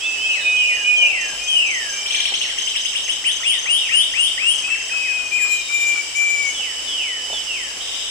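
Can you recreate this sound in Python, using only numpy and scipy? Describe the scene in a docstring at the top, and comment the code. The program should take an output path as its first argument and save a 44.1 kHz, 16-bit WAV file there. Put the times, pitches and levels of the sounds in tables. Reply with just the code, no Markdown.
"""A babbler, a songbird perched in dense forest, sings falling slurs (sliding notes), then upward sweeps
that slow down into long, sinking whistles. Each note is a nearly pure tone from the bird's voice box.
Its mate whistles and slurs in duet, other birds sing further off, and leaves and trunks echo every note.
Behind them a cricket chirps with its wings and cicadas drone, with faint croaks, a dull rustle,
a few soft taps among the leaves, a wash of forest air and a low hum."""
import sys
import numpy as np
from scipy import signal
from scipy.fft import rfft, irfft, next_fast_len
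from scipy.io import wavfile
from scipy.ndimage import uniform_filter1d, map_coordinates

SR = 44100
rng = np.random.default_rng(int(sys.argv[2]) if len(sys.argv) > 2 else 0)


def inscribe(sig):
    """Save sig as 16-bit PCM at rate SR to the path in sys.argv[1].

    A 1-D sig is mono; a 2-D sig holds one channel per row.
    Samples are clipped to [-1, 1] before scaling.
    """
    pcm = np.round(np.clip(np.atleast_2d(sig).T, -1, 1) * 32767)
    wavfile.write(sys.argv[1], SR, pcm.astype(np.int16))


N = 357210
TIME = np.arange(N) / SR

# Levels in the tables are relative: the functions turn them up or down afterwards.
# The babbler's opening slurs. Each row: start in seconds, length in seconds, first pitch in Hz,
# level in dB.
OPENING_SLURS = [(0.138, 0.044, 3250, -31), (0.286, 0.16, 3170, -25), (0.559, .29, 3280, -24),
                 (0.953, .39, 3277, -21.5), (1.464, 0.49, 3336, -20)]
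# The babbler's upward sweeps. Each row: start in seconds, length in seconds, level in dB.
SWEEP_NOTES = [(2.057, 0.031, -20), (2.104, .026, -16.5), (2.143, .027, -14.5), (2.198, .025, -14.5),
               (2.252, .024, -13.5), (2.336, .026, -15), (2.409, .031, -18), (2.488, 0.036, -24),
               (2.581, 0.022, -17.5), (2.67, .027, -18), (2.754, 0.028, -16), (2.85, .026, -16.5),
               (2.95, .032, -16.5), (3.081, 0.047, -17.5), (3.24, 0.083, -17), (3.43, 0.13, -17),
               (3.655, 0.15, -16.5), (3.889, 0.16, -15), (4.134, 0.16, -16), (4.375, 0.16, -15.5)]
# The pitch a sweep climbs to, mostly sinking as the song goes on. Each row: time in seconds, pitch in Hz.
SWEEP_TOPS = [(2.05, 4570), (2.35, 4644), (2.6, 4263), (2.95, 4025), (3.45, 3930), (4.14, 3777),
              (4.38, 3410)]
# How the sweeps stand out from their echo. Each row: time in seconds, gain of the direct sound in dB.
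SWEEP_CLARITY = [(2.25, 0), (2.8, -0.5), (3.4, 1.5), (4.2, 1)]
# The beak aims the treble into the leaves. Each row: frequency in Hz, extra echo in dB.
BEAK_BEAM = [(3000, 1.5), (4300, 9.5), (9000, 6)]
# The babbler's closing whistles. Each row: start in seconds, length in seconds, first pitch in Hz,
# last pitch in Hz, droop below that in Hz, level in dB, third harmonic's level in dB, flutter in dB.
CLOSING_WHISTLES = [(4.621, 0.28, 2530, 2850, 130, -23, -53, 7.5),
                    (4.893, 0.42, 2563, 2478, 2.1, -22, -45, 1),
                    (5.302, 0.34, 2458, 2426, 10.6, -18.5, -27, 2.5),
                    (5.678, .355, 2379, 2356, 72, -18, -30.5, -3.3),
                    (6.138, .385, 2358, 2307, 115, -18.5, -26.5, 0.5)]
# The pitch path of a sweep, then of a slur. Each row: share of the note's length, share of the way
# from first to last pitch.
SWEEP_PATH = [(0, 0), (.06, .19), (.16, .375), (.28, .49), (.53, .605), (.76, .73), (.88, .85), (1, 1)]
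SLUR_PATH = [(0, 0), (.11, .13), (.23, .24), (.35, .4), (.48, .625), (.61, .8), (.79, .925), (1, 1)]
# A note is loudest as it glides through the throat's resonance; one table for sweeps, one for slurs.
# Each row: pitch in Hz, gain in dB.
SWEEP_THROAT = [(1700, 1), (2100, -8.5), (2550, -5.5), (2900, 3.5), (3300, -2.5), (3650, -8.5),
                (4400, -10.5)]
SLUR_THROAT = [(1550, -10.5), (1750, -8.5), (2000, 0), (2400, 0.5), (2900, 9.5), (3300, 3.5), (3700, 2)]
# The mate's slurs. Each row: start in seconds, length in seconds, first pitch in Hz, level in dB.
MATE_SLURS = [(2.123, 0.069, 2750, -35.5), (2.173, 0.073, 2460, -40), (2.268, 0.035, 2440, -35),
              (2.411, .073, 3070, -35), (2.485, 0.052, 2220, -35.5), (2.572, 0.02, 2230, -33.5),
              (2.614, 0.02, 2300, -37), (2.733, 0.056, 2810, -37.5), (2.92, 0.034, 2950, -38),
              (3.056, 0.047, 3130, -37.5), (3.241, 0.071, 3370, -34.5), (3.431, .176, 3640, -34.5),
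              (3.793, 0.18, 3150, -35), (4.672, .07, 2740, -35.5), (4.741, .03, 2550, -31.5),
              (4.805, 0.023, 2230, -35), (4.894, 0.018, 2020, -31), (5.014, 0.12, 2630, -36),
              (5.355, 0.088, 2660, -32.5), (6.54, .21, 3580, -37.5), (6.863, .36, 3624, -35.5),
              (7.468, .25, 3006, -36.5)]
# The mate's whistles. Each row: start in seconds, length in seconds, first pitch in Hz,
# last pitch in Hz, droop below that in Hz, level in dB.
MATE_HELD_NOTES = [(0, 0.43, 2635, 2563, 4.5, -19), (.425, 0.37, 2522, 2460, 9.5, -14.5),
                   (0.828, 0.269, 2473, 2449, 39, -11)]
# Distant birds, together with the short first push of the mate's last slur at 7.32 s; then birds so deep in the
# forest that only their echo arrives. Each row: start in seconds, length in seconds, first pitch in Hz, last
# pitch in Hz, level in dB.
DISTANT_NOTES = [(0, 0.082, 3060, 3700, -27.5), (.166, .12, 2870, 3270, -24.5),
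                 (.38, 0.54, 2924, 2970, -26), (.394, 0.14, 3700, 3670, -32),
                 (.68, 0.26, 2705, 2970, -27.5), (1.005, 0.27, 2620, 2757, -24.5),
                 (1.13, 1.72, 3047, 3094, -32), (1.38, 0.35, 2442, 2626, -29.5),
                 (1.912, 0.412, 2334, 2396, -31.5), (4.676, 0.99, 3118, 3103, -36.5),
                 (4.8, 0.61, 650, 671, -53), (5.596, 0.276, 3730, 3670, -36), (6.47, 0.97, 2975, 3016, -29),
                 (7.322, 0.078, 3640, 3200, -27.5), (7.528, 0.15, 3060, 3070, -31)]
ECHO_ONLY_NOTES = [(.3, .14, 4260, 3720, -38.5), (5.42, 0.22, 4160, 3730, -39)]
# How long the forest rings. Each row: frequency in Hz, seconds the echo takes to fall by 60 dB.
ECHO_TIMES = [(500, 0.19), (3000, 0.96), (5000, 1), (9000, 0.55)]
# The cricket's runs of chirps. Each row: start in seconds, end in seconds, seconds from chirp to chirp.
CRICKET_RUNS = [(.066, 3.15, .229), (3.325, 4.25, .266), (4.549, 4.9, .232), (5.26, 6.6, .302)]
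# How loud the cricket is. Each row: time in seconds, level in dB.
CRICKET_LOUDNESS = [(.52, -29), (.8, -24.5), (2.1, -19.5), (3.6, -21), (3.9, -29), (4.55, -24.5),
                    (4.8, -27), (5.6, -30), (6.5, -23.5)]
# The steady chorus of insects and birds. Each row: centre of a band in Hz, width in Hz, level in dB.
CHORUS_BANDS = [(2993, 130, -34.5), (2730, 434, -38.5), (3750, 20, -48.5), (5400, 530, -39),
                (4904, 6.4, -46.5), (5010, 6.1, -44), (5340, 71, -43), (6260, 120, -42), (7480, 310, -40.5),
                (9620, 900, -47.5), (14900, 410, -58.5)]
# One insect that swells and falls back. Each row: time in seconds, level in dB.
INSECT_SWELL = [(0, -48), (1.5, -47), (2.0, -34.5), (2.7, -36.5), (3.3, -42), (4.5, -42.5), (8.1, -43.5)]
# A dull rustle coming and going. Each row: time in seconds, level in dB.
RUSTLE_LOUDNESS = [(.1, -69.5), (.4, -50), (1.4, -48), (1.9, -53.5), (2.3, -76)]
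# Soft taps among the leaves. Each row: start in seconds, level in dB.
LEAF_TAPS = [(1.326, -33), (2.319, -33), (6.593, -37.5), (7.299, -32.5), (7.327, -30)]
# The tone colour of the taps, then of the forest air. Each row: frequency in Hz, level in dB.
TAP_TONE = [(60, -30), (160, -5.5), (400, -0.5), (850, 7.5), (1400, -15), (3000, -45)]
AIR_TONE = [(20, -21), (70, -3), (110, -6.5), (190, -8), (320, -0.5), (700, 1.5), (1400, -1), (2000, 0.5),
            (4200, -1), (9000, -10), (11500, -17), (13000, -69)]
# How alike the air sounds in both ears. Each row: frequency in Hz, likeness (1 means identical).
EAR_LIKENESS = [(50, 0.6), (300, 0.97), (900, 0.58), (2000, 0.53), (8000, 0.087)]

SWEEP_FROM_HZ, OPENING_TO_HZ = 1690, 1568  # where every sweep starts; where every opening slur ends
MATE_TO_HZ, MATE_TO_SHARE = 1257, .125  # the mate's slur ends on this pitch plus a share of its first
SCOOP_HZ, SCOOP_S = 197.6, 0.0138  # a whistle slides up onto its pitch
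DROOP_S, FADE_DB = 0.15, 3.5  # it droops and fades just before it ends
FLUTTER_HZ, MATE_FLUTTER_DB, OVERTONE_FLUTTER_DB = 29.7, 1.2, 3.5  # a whistle's level trembles
TRILL_START_S, TRILL_PERIOD_S = 7.785, .068  # a far-off trill at the end
CHIP_S, CHIP_FROM_HZ, CHIP_TO_HZ, CHIP_DB = .035, 2800, 4030, -27.5  # each note of that trill
CROAK_START_S, CROAK_END_S, CROAK_PERIOD_S = 3.398, 6.33, .2555
TOP_HZ = 15800


def babbler_slurs():
    """The babbler opens with falling notes, each longer and louder than the one before."""
    notes = [(start, length, first, OPENING_TO_HZ, db) for start, length, first, db in OPENING_SLURS]
    voice = phrase(notes, SLUR_PATH, SLUR_THROAT, beak_db=-16.5, waver=0.0052, open_s=0.5, opening=8.5)
    direct = amp(-2.5) * arrive(voice * sides(4.5), lead_ms=0.15)
    return direct + amp(-3.5) * sides(1) * scatter(voice, leaves_db=17.5)


def babbler_sweeps():
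    """The babbler's upward sweeps slow down from a trill; their echo lingers just above 3 kHz."""
    notes = [(start, length, SWEEP_FROM_HZ, at(SWEEP_TOPS, start), db)
             for start, length, db in SWEEP_NOTES]
    voice = phrase(notes, SWEEP_PATH, SWEEP_THROAT, beak_db=-9, waver=0.0088)
    direct = arrive(voice * amp(at(SWEEP_CLARITY, TIME)) * sides(8), lead_ms=0.13)
    beamed = filtered(voice, lambda hz: amp(along(BEAK_BEAM, hz)))
    echo = amp(-3) * sides(5.5) * scatter(beamed, leaves_db=12)
    ring = filtered(scatter(voice, leaves_db=-25), lambda hz: hump(hz, 3100, 112))
    return amp(-1) * (direct + echo) + amp(0.5) * sides(1.9) * ring


def babbler_whistles():
    """The babbler closes with long, sinking notes, nearly pure but for a few weak overtones."""
    voice = np.zeros(N)
    for start, length, first, last, droop, db, third_db, flutter_db in CLOSING_WHISTLES:
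        phase, gain = whistle(length, first, last, droop, flutter_db, edge_s=0.033)
        overtones = np.sin(3 * phase) + amp(-21) * np.sin(4 * phase) + amp(-23) * np.sin(5 * phase)
        overtone_gain = amp(third_db + OVERTONE_FLUTTER_DB * wobble(FLUTTER_HZ)[:len(phase)])
        add(voice, start, gain * (amp(db) * np.sin(phase) + overtone_gain * overtones))
    echo = amp(-6) * sides(2) * scatter(voice, leaves_db=2)
    return arrive(voice * sides(9.5), lead_ms=0.065) + echo


def phrase(notes, path, throat, beak_db, waver, open_s=0.14, opening=0.52):
    """Gliding notes. As they near open_s in length, the beak lets out the third harmonic near 9 kHz."""
    voice = np.zeros(N)
    for start, length, first, last, db in notes:
        hz = glide(length, first, last, path)
        phase, gate = voice_box(hz, edge_s=length / 20, waver=waver)
        beak_open = np.clip(length / open_s, 0, 1) ** opening
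        third_gain = amp(beak_db) * hump(3 * hz, 9160, 470) * beak_open
        tone = np.sin(phase) + third_gain * np.sin(3 * phase)
        add(voice, start, amp(db + along(throat, hz)) * gate * tone)
    return voice


def glide(length, first_hz, last_hz, path):
    """The pitch of one note as it slides smoothly along its path."""
    progress = np.linspace(0, 1, int(max(length, .01) * SR))
    share = uniform_filter1d(at(path, progress), len(progress) // 10, mode="nearest")
    return first_hz + (last_hz - first_hz) * share


def whistle(length, first_hz, last_hz, droop_hz, flutter_db, edge_s):
    """Phase and gain of a held note: it scoops up, drifts, then droops, while its level flutters."""
    t = np.arange(int(length * SR)) / SR
    drift_hz = first_hz + (last_hz - first_hz) * t / length
    scoop_hz = SCOOP_HZ * np.exp(-t / SCOOP_S)
    droop = np.sin(np.pi / 2 * np.clip(1 - (length - t) / DROOP_S, 0, 1)) ** 2
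    phase, gate = voice_box(drift_hz - scoop_hz - droop_hz * droop, edge_s, waver=.0025)
    return phase, gate * amp(flutter_db * wobble(FLUTTER_HZ)[:len(t)] - FADE_DB * droop)


def voice_box(hz, edge_s, waver):
    """A bird's slightly wavering vibration: its phase, and a gate that fades it in and out."""
    t = np.arange(len(hz)) / SR
    drift = map_coordinates(rng.standard_normal(int(t[-1] * 90) + 4), [t * 90])
    phase = 2 * np.pi * np.cumsum(hz * (1 + waver * drift)) / SR
    gate = np.sin(np.pi / 2 * np.clip(np.minimum(t, t[-1] - t) / edge_s, 0, 1)) ** 2
    return phase, gate


def mate_slurs():
    """The mate answers with falling notes from deeper in the leaves."""
    notes = [(start, length, first, MATE_TO_HZ + MATE_TO_SHARE * first, db)
             for start, length, first, db in MATE_SLURS]
    voice = phrase(notes, SLUR_PATH, SLUR_THROAT, beak_db=-31, waver=0.00596)
    echo = amp(2.5) * scatter(voice, leaves_db=9)
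    return amp(3.5) * (arrive(voice * sides(-6.5), lead_ms=-0.008) + echo)


def mate_whistles():
    """The mate's pure, held notes come from the right."""
    voice = np.zeros(N)
    for start, length, first, last, droop, db in MATE_HELD_NOTES:
        phase, gain = whistle(length, first, last, droop, MATE_FLUTTER_DB, edge_s=0.052)
        add(voice, start, gain * amp(db) * np.sin(phase))
    echo = amp(-5) * scatter(voice, leaves_db=0)
    return arrive(voice * sides(-3), lead_ms=-0.061) + echo


def far_birds():
    """Distant notes ring on between the trunks, along with the brief high start of the mate's last slur; the
    furthest are heard only as echo."""
    voice = far_voice(DISTANT_NOTES, waver=.0015)
    echo = amp(-5) * scatter(voice, leaves_db=0)
    trill = [(start, CHIP_S, CHIP_FROM_HZ, CHIP_TO_HZ, CHIP_DB)
             for start in np.arange(TRILL_START_S, N / SR, TRILL_PERIOD_S)]
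    hidden = scatter(far_voice(list(ECHO_ONLY_NOTES) + trill, waver=.025), leaves_db=4)
    return amp(1.5) * (arrive(voice * sides(-2.8), lead_ms=-0.007) + echo) + amp(5.5) * hidden


def far_voice(notes, waver):
    """Plain whistled notes that slide evenly in pitch and have soft ends."""
    voice = np.zeros(N)
    for start, length, first, last, db in notes:
        hz = np.linspace(first, last, int(length * SR))
        phase, gate = voice_box(hz, edge_s=min(length / 5, .04), waver=waver)
        add(voice, start, amp(db) * gate * np.sin(phase))
    return voice


def scatter(sound, leaves_db):
    """The forest's uneven echo: nearby leaves throw a sound back at once, trunks later."""
    size = int(SR * .7)
    reflections = rng.standard_normal((2, size)) * (rng.random(size) < .03)
    hz, t, spectrum = signal.stft(reflections, SR, nperseg=256)
    trunks = amp(-60 * t / along(ECHO_TIMES, hz)[:, None])
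    leaves = amp(leaves_db - 60 * t / 0.12)
    colour = amp(1.05 * hump(hz, 2610, 130))[:, None]
    build_up = 1 - np.exp(-t / 0.011)
    tail = signal.istft(spectrum * (trunks + leaves) * colour * build_up, SR, nperseg=256)[1]
    tail_hz = np.fft.rfftfreq(tail.shape[1], 1 / SR)
    song_band = (tail_hz > 2000) & (tail_hz < 4000)
    tail /= np.sqrt(np.mean(abs(rfft(tail)[:, song_band]) ** 2))  # average gain of 1 in this band
    return signal.fftconvolve(np.atleast_2d(sound), tail, axes=1)[:, :N]


def cricket():
    """Each chirp is a few wing strokes on one ringing pitch."""
    strokes, t = np.zeros(N), np.arange(int(.16 * SR)) / SR
    fade = np.clip((.16 - t) / .08, 0, 1)
    chirp = np.sin(np.pi * t * 26.5) ** 2 * fade  # 26.5 strokes a second
    for first, end, period in CRICKET_RUNS:
        for start in np.arange(first, end, period):
            add(strokes, start - .014, amp(at(CRICKET_LOUDNESS, start)) * chirp)
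    tone = strokes * np.sin(2 * np.pi * np.cumsum(6277 + 28 * wobble(150)) / SR)
    return amp(-5) * (tone * sides(6) + amp(-4) * scatter(tone, leaves_db=5))


def cicada():
    """A high buzz made of rapid pulses in groups of four."""
    pulse_hz = 86.6 + 1.2 * wobble(3)
    cycle = 2 * np.pi * np.cumsum(pulse_hz) / SR
    pulses = unit(amp(5 * np.cos(cycle) + 2.5 * np.cos(cycle / 4)))
    return amp(-38 + 1.6 * wobble(2.57)) * pulses * band(7826, width_hz=240) * sides(3.9)


def chorus():
    """Many insects and birds blur into steady bands of noise, while one insect swells near 5.5 kHz."""
    def bands(hz):
        # Dividing by the width keeps a band's level the same however wide it is.
        return np.sqrt(sum((amp(db) * hump(hz, centre, width)) ** 2
                           * SR / (2 * width * np.sqrt(2 * np.pi))
                           for centre, width, db in CHORUS_BANDS))
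    drone = filtered(rng.standard_normal((2, N)), bands)
    flicker = amp(1.77 * np.array([wobble(7), wobble(6)]))
    return drone * flicker + amp(at(INSECT_SWELL, TIME)) * band(5567, width_hz=15)


def croaks():
    """Faint, evenly spaced croaks, perhaps a frog: each is a double pulse in one low resonance."""
    pulses, t = np.zeros(N), np.arange(SR // 5) / SR
    pulse = amp(-60 * t / 0.15) * (1 - np.exp(-t / 0.008))
    for start in np.arange(CROAK_START_S, CROAK_END_S, CROAK_PERIOD_S):
        add(pulses, start, pulse)
        add(pulses, start + 0.036, amp(-17) * pulse)
    return amp(-31.5) * pulses * band(1350, width_hz=200)


def rustle():
    """A dull rustle comes and goes under the opening notes."""
    return amp(at(RUSTLE_LOUDNESS, TIME) + 3.7 * wobble(8.16)) * band(665, width_hz=106)[0]


def leaf_taps():
    """Each tap on the leaves is a puff of dull noise that dies away quickly."""
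    puffs, t = np.zeros(N), np.arange(SR // 8) / SR
    for start, db in LEAF_TAPS:
        add(puffs, start, amp(db - 60 * t / 0.085) * (1 - np.exp(-t / 0.0015)))
    noise = unit(filtered(rng.standard_normal(N), lambda hz: amp(along(TAP_TONE, hz))))
    return amp(2) * puffs * noise


def forest_air():
    """A soft wash of noise: one part is shared by both ears, the other is opposite in each."""
    def split(hz):
        angle = np.arccos(np.clip(along(EAR_LIKENESS, hz), -1, 1)) / 2
        return amp(along(AIR_TONE, hz)) * [np.cos(angle), np.sin(angle)]
    shared, opposite = filtered(rng.standard_normal((2, N)), split)
    return amp(-38.5 + 0.97 * wobble(7.6)) * unit(np.array([shared + opposite, shared - opposite]))


def hum():
    """A faint 48 Hz tone whose level wavers."""
    return amp(-56.5 + 2.3 * wobble(9.4)) * np.sin(2 * np.pi * 48 * TIME)


def sides(pan_db):
    """Left and right gains, with the left louder by pan_db."""
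    return amp([[pan_db / 2], [-pan_db / 2]])


def arrive(sound, lead_ms):
    """Direct sound reaches the left ear lead_ms earlier than the right."""
    return filtered(sound, lambda hz: np.exp(1j * np.pi * hz * lead_ms / 1000 * np.array([[1], [-1]])))


def amp(db):
    """Turn decibels into a gain."""
    return 10 ** (np.asarray(db) / 20)


def unit(sound):
    """Scale a sound to an average (rms) level of 1."""
    return sound / np.sqrt(np.mean(sound ** 2) + 1e-20)


def at(points, position):
    """Read between the rows of a two-column table along straight lines."""
    return np.interp(position, *np.transpose(points))


def along(points, hz):
    """Read between the rows of a frequency table, on a logarithmic scale."""
    row_hz, values = np.transpose(points)
    return np.interp(np.log(hz + 1), np.log(row_hz + 1), values)


def wobble(rate):
    """A smooth curve through `rate` random values a second."""
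    return map_coordinates(rng.standard_normal(int(N * rate / SR) + 4), [TIME * rate])


def filtered(sound, response):
    """Multiply each frequency in a sound by response(hz)."""
    size = next_fast_len(N + 8192)
    return irfft(rfft(sound, size) * response(np.fft.rfftfreq(size, 1 / SR)), size)[..., :N]


def hump(hz, centre, width):
    """A bell-shaped curve around a centre frequency."""
    return np.exp(-((hz - centre) / (2 * width)) ** 2)


def band(centre_hz, width_hz):
    """A narrow band of noise, unrelated in the two ears."""
    return unit(filtered(rng.standard_normal((2, N)), lambda hz: hump(hz, centre_hz, width_hz)))


def add(track, start, sound):
    """Mix a sound into a track, starting at a time in seconds."""
    first = int(np.clip(round(start * SR), 0, N - 1))
    track[..., first:first + sound.shape[-1]] += sound[..., :N - first]


def scene():
    """The babbler, its mate and the distant birds sing over the forest's drone."""
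    babbler = babbler_sweeps() + babbler_whistles() + babbler_slurs()
    birds = babbler + mate_slurs() + mate_whistles() + far_birds()
    return birds + croaks() + cricket() + cicada() + chorus() + rustle() + forest_air() + hum() + leaf_taps()


def record(dry):
    """Cut away all the treble above TOP_HZ."""
    return filtered(dry, lambda hz: hz < TOP_HZ)


dry = scene()
out = record(dry)
inscribe(out)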